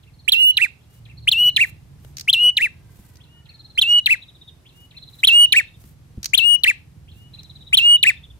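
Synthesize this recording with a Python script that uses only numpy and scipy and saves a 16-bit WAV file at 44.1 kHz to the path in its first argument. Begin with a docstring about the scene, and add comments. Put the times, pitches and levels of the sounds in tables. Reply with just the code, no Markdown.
"""A cage in a yard: a tailorbird sings seven times right at the microphone, loud enough to overload it.
Each song is a gliding, partly rough tone: a quick rise, a long level whistle, then a plunge and an arch.
Between songs it hops and snaps its wings in shaped noise bursts; landings ring the cage as decaying sines.
Other tailorbirds further off sing the same song and a trill, with more of the yard's echo.
A distant engine putters in filtered pulses, with a faint sinking whine and a bed of air noise."""
import sys
import numpy as np
from scipy import signal
from scipy.fft import rfft, irfft, next_fast_len
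from scipy.io import wavfile
from scipy.ndimage import uniform_filter1d, map_coordinates

SR = 44100
rng = np.random.default_rng(int(sys.argv[2]) if len(sys.argv) > 2 else 0)


def materialize(psi):
    """Save the field psi as 16-bit PCM at rate SR to the path in sys.argv[1].

    A 1-D psi becomes a single channel; in a 2-D psi each row is a channel.
    """
    bounded = np.clip(np.atleast_2d(psi).T, -1, 1)
    quanta = np.round(bounded * 32767).astype(np.int16)
    wavfile.write(sys.argv[1], SR, quanta)


N = 369999


def amp(db):
    """Decibels to gain."""
    return 10 ** (np.asarray(db) / 20)


def unit(x):
    """Scaled to rms 1."""
    return x / np.sqrt(np.mean(x ** 2) + 1e-20)


def along(points, hz):
    """Read (Hz, value) points on a log frequency axis."""
    f, v = np.transpose(points)
    return np.interp(np.log(hz + 1), np.log(f + 1), v)


def curve(rows):
    """(s, value) rows as one value per sample."""
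    return np.interp(np.arange(N) / SR, *np.transpose(rows))


def wobble(rate, n):
    """A smooth random curve of n samples, with rate knots a second."""
    knots = rng.standard_normal(int(n * rate / SR) + 4)
    return map_coordinates(knots, [np.arange(n) * rate / SR])


def filtered(x, response):
    """x shaped by a complex response of frequency."""
    n = x.shape[-1]
    m = next_fast_len(n + 2048)
    return irfft(rfft(x, m) * response(np.fft.rfftfreq(m, 1 / SR)), m)[..., :n]


def noise(spectrum, n):
    """Stereo noise of rms 1, most alike in the bass and nearly unrelated in the treble."""
    # left-right correlation: freq_hz, likeness (0-1)
    alike = [(40, 0.27), (120, 1), (400, .45), (1500, 0.1), (8000, 0.11)]

    def mid_side_response(hz):
        turn = np.arccos(np.clip(along(alike, hz), -1, 1)) / 2
        return amp(along(spectrum, hz)) * [np.cos(turn), np.sin(turn)]

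    mid, side = filtered(rng.standard_normal((2, n)), mid_side_response)
    return unit(np.array([mid + side, mid - side]))


def add(track, s, sound):
    """Mix a sound into the track at time s."""
    part = track[:, max(round(s * SR), 0):][:, :sound.shape[-1]]
    part += sound[..., :part.shape[1]]


def engine(level_db=4, rumble_db=0, pan_db=-1.1, left_lead_s=.00045):
    """Uneven exhaust puffs from far away, blurred into a low rumble in which single tones swell."""
    # loudness before level_db is added: time_s, level_db
    putter_levels = [(0.0, -52.5), (0.47, -56), (0.84, -55.5), (1.24, -46.5), (1.8, -50), (4.74, -56),
                     (5.07, -52), (5.37, -54.5), (5.98, -51), (6.71, -52.5), (7.03, -48), (7.57, -49.5),
                     (7.97, -50.5), (8.39, -50)]
    # firing rate: time_s, firings_per_s
    firing_rate = [(.8, 19), (1.1, 22.5), (1.5, 22.5), (2.1, 20), (5.8, 21), (8.4, 20)]
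    # exhaust colour: freq_hz, relative_level_db (per Hz)
    exhaust_colour = [(15, -45), (25, -16), (80, 0.5), (103, -1.5), (146, -2), (221, -17.5), (248, -20),
                      (365, -26), (425, -39.5), (500, -30.5), (650, -54.5), (1100, -120)]
    # tones that swell in the hum: start_s, length_s, pitch_hz, level_db (before the pan)
    hums = [(0, 0.3143, 77.2, -57), (.87, 0.49, 116, -48), (1.55, 1, 137.5, -53), (8.149, 0.28, 63.2, -48)]

    # one pulse each time the running count of firings passes a whole number
    count = np.floor(np.cumsum(curve(firing_rate)) / SR)
    firings = np.diff(count, prepend=0) * amp(1.0 * wobble(38, N))

    def exhaust_response(hz):
        blur = np.exp(-2j * np.log(hz + 1) ** 2)  # delays each pitch differently
        return amp(along(exhaust_colour, hz)) * blur

    puffs = unit(filtered(firings, exhaust_response))
    rumble = amp(rumble_db) * noise(exhaust_colour, N)
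    sound = amp(curve(putter_levels) + level_db) * unit(puffs + rumble)
    for s, length, hz, db in hums:
        n = round(length * SR)
        tone = np.sin(2 * np.pi * hz * np.arange(n) / SR + .4 * wobble(18, n))
        add(sound, s, amp(db) * unit(np.hanning(n) ** .5 * tone))
    left = amp(pan_db) * sound[0]
    right = amp(-pan_db) * np.roll(sound[1], round(left_lead_s * SR))
    return np.array([left, right])


def air(level_db=-60):
    """Open air as broad noise whose level drifts slowly."""
    # air colour: freq_hz, relative_level_db (per Hz)
    air_colour = [(150, -20), (250, 0), (560, -9), (830, -10), (1500, -15), (2400, -15.5), (4000, -18),
                  (7300, -22), (10000, -22), (16000, -30)]
    return amp(level_db + wobble(3.2, N)) * noise(air_colour, N)


def syrinx(shape, length, stretch=1, jitter=0.018, flutter_db=2, rasp_db=-20, doubled_db=-7,
           shimmer_db=6.0, edge_db=3, smear=.9, overtone_smear=0.44):
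    """One note of rms 1 from the voice organ: a gliding tone that shakes and hisses where it is rough."""
    # hiss colour: freq_hz, relative_level_db (per Hz)
    rasp_colour = [(400, -18.5), (1300, -11.5), (2500, -4.5), (3800, -3), (4700, -10.5), (6000, -8.5),
                   (7500, -7), (10000, -4.5), (13000, -14), (15300, -18.5)]
    # overtones that pass the throat and open beak: freq_hz, level_db (against the fundamental)
    throat = [(1450, -51.5), (4400, -33.5), (5100, -38.5), (5900, -39.5), (7300, -38), (8800, -39.5),
              (11700, -44.5), (13200, -47.5), (14700, -27.5), (16000, -19.5)]

    n = round(length * SR)
    ms, *columns = np.transpose(shape)
    place = np.linspace(0, ms[-1], n)  # the shape is fitted to the note's length
    hz, db, rough = [uniform_filter1d(np.interp(place, ms, c), size=60) for c in columns]
    drift = .003 * wobble(25, n)
    shake = (0.0016 + jitter * rough) * wobble(900, n)
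    hz = stretch * hz * (1 + drift + shake)
    phase = 2 * np.pi * np.cumsum(hz) / SR
    tone = np.sin(phase)
    for halves in 1, 3, 4, 5, 6, 7, 8, 9, 10:
        k = halves / 2  # a slightly doubled period puts weak, fuzzy lines between the overtones
        between = halves % 2
        emphasis = doubled_db if between else edge_db * rough
        level = along(throat, k * hz) + emphasis + shimmer_db * wobble(35, n)
        fuzz = (smear if between else overtone_smear) * wobble(160, n)
        tone = tone + amp(level) * np.sin(k * phase + fuzz) * (k * hz < SR / 2)
    flutter = .5 * wobble(35, n) + flutter_db * rough * wobble(700, n)
    loudness = amp(db + flutter) * signal.windows.tukey(n, 80 / n)  # 40-sample fades
    return unit(loudness * (unit(tone) + amp(rasp_db) * rough * noise(rasp_colour, n)))


def ports(note, pan_db, lead_ms, bounce_db, reach):
    """A note at the two microphones: surfaces within reach (s) comb each side differently, and one side leads."""
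    # how much of lead_ms each pitch keeps: freq_hz, share (0-1)
    lead_share = [(3000, 1), (4200, 0.42)]

    sides = np.pad(note, [(0, 0), (0, 512)])
    bounces = np.zeros((2, 512))
    bounces[:, 0] = 1  # the direct sound
    delays = np.clip(reach * SR * rng.random((2, 5)), 20, 511).astype(int)
    bounces[[[0], [1]], delays] = amp(bounce_db) * rng.standard_normal(delays.shape)
    combed = signal.fftconvolve(sides, bounces, axes=1)[:, :sides.shape[1]]
    # combing leaves each side's level as it was
    combed = combed * sides.std(axis=1, keepdims=True) / combed.std(axis=1, keepdims=True)
    half = np.array([[.5], [-.5]])  # pan and lead are split between left and right

    def lead_response(hz):
        return np.exp(2j * np.pi * hz * half * along(lead_share, hz) * lead_ms / 1000)

    return amp(half * pan_db) * filtered(combed, lead_response)


def song(rises, whistles, arches, bounce_db, reach):
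    """A tailorbird's three notes on fixed shapes; the glides are combed, the held note stays more even."""
    # note shapes: into_note_ms (fitted to each length), pitch_hz (before the drift below),
    # relative_level_db, roughness (0-1)
    rise_shape = [(0, 1850, -27, .3), (3.885, 2280, -9, 1), (10.53, 2950, -1, 0), (18.5, 3450, 2.5, 0.7),
                  (24.115, 3600, -23.5, .7)]
    whistle_shape = [(0, 4400, -13, 0.72), (2.504, 4250, 2, .6), (10.6, 3500, 2.5, 1),
                     (21.85, 2740, -5.5, 1), (37, 2640, -8.5, .15), (79.64, 2865, -2.5, 0.046),
                     (119, 2908, 0.5, 0.04), (182.4, 2935, 2, 0.046), (193.2, 2800, -18, .2)]
    arch_shape = [(0, 4400, -5, 0.67), (1.92, 4100, 4, 0.33), (8.96, 2900, 6.5, 1),
                  (21.56, 1660, -14, 0.74), (39.26, 2100, -5, 1), (52.229, 2750, 3.5, 0.45),
                  (66.2, 2600, 2.5, 0.61), (85.4, 1960, -8, 0.91), (95.4, 1527, -26.5, 0.49)]
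    # the voice sags through most of the bout, then recovers: time_s, pitch_factor
    pitch_drift = [(.4, 1.005), (1.4, 1.004), (2.4, 1.003), (3.9, .997), (7.8, 1)]

    track = np.zeros((2, N))
    # shape, notes, comb_db (added to bounce_db)
    parts = (rise_shape, rises, 0), (whistle_shape, whistles, -12), (arch_shape, arches, -2)
    for shape, notes, comb_db in parts:
        for s, length, db, pan_db, lead_ms in notes:
            note = syrinx(shape, length, stretch=np.interp(s, *np.transpose(pitch_drift)))
            add(track, s, amp(db) * ports(note, pan_db, lead_ms, bounce_db + comb_db, reach))
    return track


def far_song(whistle_db=-5, left_lead_ms=0.11):
    """Another tailorbird sings the same three notes in a fixed rhythm; its whistle is weaker than its rise."""
    # songs: arch_start_s, opening_level_db (rise; whistle_db is added for the whistle), arch_level_db
    far_songs = [(.03, -70, -60.5), (1.052, -66, -53), (3.455, -54, -57), (4.908, -52, -54.5),
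                 (7.333, -53, -59.5)]
    # its rise, whistle and arch: after_arch_start_s, length_s
    far_rhythm = [(-.26, .027), (-.22, .175), (0, .085)]

    notes = [[], [], []]
    for s, opening_db, arch_db in far_songs:
        levels = opening_db, opening_db + whistle_db, arch_db
        for rows, (after, length), db in zip(notes, far_rhythm, levels):
            if s + after > 0:  # notes due before the start are left out
                rows.append((s + after, length, db, 0, left_lead_ms))
    return song(*notes, bounce_db=-7, reach=.011)


def trill(chip_db=-6, length=.026, scatter_db=2.5, slowing_s=0.001, sag_hz_per_s=600):
    """Runs of short arched chips that slow down and sink in pitch, heard through scattering leaves."""
    # runs: start_s, length_s, first_gap_s, first_level_db (before chip_db and scatter),
    # level_change_db_per_s, first_pitch_hz (for the 4000 Hz reference of the chip shape)
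    trill_runs = [(0.133, .42, 0.054, -51, 25, 4336), (1.169, .42, .05, -47, 24, 4314),
                  (3.488, 1, 0.05, -41, -1.5, 4300), (4.965, .8, .0533, -38, -17, 4108),
                  (7.332, 1, .0528, -38, -8, 4076)]
    # one chip: into_chip_ms (fitted to its length), pitch_hz (before stretch), relative_level_db, roughness (0-1)
    chip_shape = [(0, 3450, -22, .3), (6, 3850, -5, .3), (13, 4100, 0, .3), (20, 3900, -4, .4),
                  (26, 3400, -13, .5), (32, 2900, -26, .5)]

    track = np.zeros((2, N))
    for s, run_length, gap, db, db_per_s, hz in trill_runs:
        k = np.arange(20)
        times = gap * k + slowing_s * k * (k - 1) / 2  # each gap is slowing_s longer than the last
        for t in times[times < run_length]:
            chip_length = length * np.exp(.1 * rng.standard_normal())
            stretch = (hz - sag_hz_per_s * t) / 4000
            chip = syrinx(chip_shape, chip_length, stretch=stretch, doubled_db=-24.5, edge_db=-29.5)
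            scattered = ports(chip, 0, .04, bounce_db=-8, reach=.011)
            level = db + db_per_s * t + chip_db + scatter_db * rng.standard_normal()
            add(track, s + t, amp(level) * scattered)
    return track


def near_song():
    """The caged bird's seven songs, with weak reflections from surfaces close by."""
    # notes: start_s, length_s, level_db, left_over_right_db, left_lead_ms (full lead, at low pitch)
    rises = [(.277, 0.024, -12.5, -12, -0.13), (1.272, .025, -9, 0.5, -.09), (2.275, 0.036, -11, 1, -0.038),
             (3.774, 0.02686, -12, -5.5, -0.11), (5.231, .025, -6, 0.5, .07),
             (6.332, 0.026, -7.5, 8, -0.13), (7.726, 0.030006, -6.5, 4, 0.1632)]
    whistles = [(.319, .2, -11, -6, -0.14027), (1.314, .19, -13, 2, 0), (2.328, .18, -12, 2, -0.025),
                (3.813, 0.18942, -12.5, -2, .06), (5.271, .19, -5.5, -2.5, 0.099),
                (6.375, .19, -13.5, 14, 0.12), (7.77, 0.2, -8, -1, 0.09821)]
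    arches = [(.569, 0.1, -14.5, -7.5, -0.092), (1.562, 0.094, -12.5, -2, 0.1),
              (2.568, 0.11, -15.5, -0.5, -0.076), (4.059, 0.097, -12.5, 2.5, -0.14),
              (5.522, 0.091, -8.5, -0.5, 0.12), (6.635, 0.085, -10.5, 2.5, -0.12638),
              (8.028, 0.087, -9, 1.5, .12)]
    return song(rises, whistles, arches, bounce_db=-12.5, reach=.003)


def wings(snap_db=-7, snap_t60=0.024, snap_gap_s=.0135, beats=22, beat_db=3):
    """Sharp wing snaps, and soft rustles on each hop that pulse with the wingbeat (beats a second)."""
    # rustling feathers: start_s, length_s, level_db (before swell and pulse)
    hops = [(.89, 0.12, -58), (1.64, 0.075, -48), (1.985, 0.16, -59.5), (2.858, 0.3259, -57.5),
            (4.714, .18, -59), (5.05, 0.44, -54), (5.756, 0.19812, -55.5), (7.124, 0.13, -59.5)]
    # feather colour: freq_hz, relative_level_db (per Hz)
    feather_colour = [(500, -7.5), (2000, -2), (4000, -6), (7500, -1), (12000, -1), (15500, -0.5)]
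    # bursts of snaps: start_s, length_s, first_level_db (before snap_db), growth_db_per_snap
    snap_bursts = [(2.169, .05, -21, 0.5), (3.156, .02, -39, -1.5), (6.23, .035, -18.5, 4.5),
                   (7.432, .01, -36.5, -10.5)]
    # snap colour: freq_hz, relative_level_db (per Hz)
    snap_colour = [(410, -81), (700, -42.5), (2110, -15), (3400, -17), (4080, -7), (6340, -6.5),
                   (7500, -17.5), (10200, -22.5), (12100, -20.5), (15500, -20)]

    track, t = np.zeros((2, N)), np.arange(SR // 20) / SR
    snap = amp(snap_db - 60 * np.abs(t - .0012) / snap_t60) * np.minimum(t / 0.00031, 1)
    for s, length, db, growth_db in snap_bursts:
        for k, after in enumerate(np.arange(0, length, snap_gap_s)):
            add(track, s + after, amp(db + growth_db * k) * snap * noise(snap_colour, len(t)))
    for s, length, db in hops:
        n = round(length * SR)
        pulse_db = beat_db * np.sin(2 * np.pi * beats * np.arange(n) / SR)
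        flap = amp(pulse_db + 2 * wobble(200, n))
        add(track, s, amp(db) * np.hanning(n) ** .5 * flap * noise(feather_colour, n))
    return track


def landings(attack=0.003, claw_t60=0.02):
    """The claws tick on the perch, which softly takes the bird's weight, and the cage thuds in damped modes."""
    # landings that shake the cage: start_s, thud_peak_db, claw_tick_db
    touchdowns = [(2.048, -38, -38), (2.99, -37, -51), (5.84, -38, -43), (6.175, -23.5, -57)]
    # cage resonances: pitch_hz, t60_s, relative_level_db
    cage_modes = [(62, 0.088, 2.5), (100.5, 0.046, 5.5), (197, 0.055, 3.5), (338, 0.042, -6.5),
                  (558, 0.028, -26)]
    # claw tick colour: freq_hz, relative_level_db (per Hz)
    claw_colour = [(300, 3), (1200, -8.5), (5000, -14.5), (12000, -22)]

    track, t = np.zeros((2, N)), np.arange(SR // 3) / SR
    ring = sum(amp(db - 60 * t / t60) * np.sin(2 * np.pi * hz * t) for hz, t60, db in cage_modes)
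    thud = ring * (1 - np.exp(-(t / attack) ** 2))
    thud = thud / np.abs(thud).max()
    for s, db, claw_db in touchdowns:
        tick = amp(claw_db - 60 * t / claw_t60) * noise(claw_colour, len(t))
        add(track, s, amp(db) * thud + tick)
    return track


def whine():
    """A very faint, fuzzy whine that sinks, as of a motor slowing far off."""
    # its glide: time_s, pitch_hz, level_db
    whine_glide = [(2.1, 1148, -96.5), (2.4, 1116, -77), (3.15, 973, -67.5), (3.7, 844.4, -71.5),
                   (4.1, 800, -95)]
    hz, db = [curve(np.array(whine_glide)[:, [0, column]]) for column in (1, 2)]
    phase = 2 * np.pi * np.cumsum(hz) / SR
    return amp(db) * unit(sum(wobble(96, N) * np.sin(k * phase) for k in (1, 1.55, 2)))


def yard(x, tail_db=-27, wall_db=-33, wall_delay=0.032):
    """A thin outdoor tail and one smeared echo off a wall, both made of decaying noise."""
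    # decay of the tail: freq_hz, t60_s
    tail_decay = [(300, 0.46), (2500, 0.27), (4500, 0.33), (9000, 0.062), (15000, 0.043)]

    hz, t, z = signal.stft(rng.standard_normal((2, SR // 2)), SR, nperseg=256)
    tail = signal.istft(z * amp(-60 * t / along(tail_decay, hz)[:, None]), SR, nperseg=256)[1]
    since = np.arange(tail.shape[1]) / SR - wall_delay
    wall = rng.standard_normal(tail.shape) * (since > 0) * amp(-60 * np.abs(since) / .07)
    answer = amp(tail_db) * tail / np.linalg.norm(tail[0]) + amp(wall_db) * wall / np.linalg.norm(wall[0])
    colour = [(3500, 0.5), (8000, 12.5), (15000, -9.5)]  # freq_hz, gain_db
    coloured = filtered(answer, lambda f: amp(along(colour, f)))
    return signal.fftconvolve(x, coloured, axes=1)[:, :N]


def scene(far_wet_db=16, trill_wet_db=12):
    """The near bird is almost dry; the far birds reach the cage mixed with more of the yard."""
    near = near_song() + wings() + landings()
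    far, mate = far_song(), trill()
    echoes = yard(near + amp(far_wet_db) * far + amp(trill_wet_db) * mate)
    return near + far + mate + echoes + engine() + whine() + air()


def record(dry, ceiling=0.5, hardness=7, top_hz=15750):
    """Each channel flattens the loudest peaks, adding odd overtones; a steep cut removes what lies above top_hz."""
    # the microphone's treble colour: freq_hz, gain_db
    mic_colour = [(11000, -0.5), (13200, 3), (14600, -2)]

    fine = signal.resample_poly(dry, 2, 1, axis=1)  # twice the rate, against aliasing
    clipped = fine / (1 + np.abs(fine / ceiling) ** hardness) ** (1 / hardness)
    coarse = signal.resample_poly(clipped, 1, 2, axis=1)
    return filtered(coarse, lambda hz: amp(along(mic_colour, hz)) / (1 + (hz / top_hz) ** 120))


dry = scene()
out = record(dry)
materialize(out)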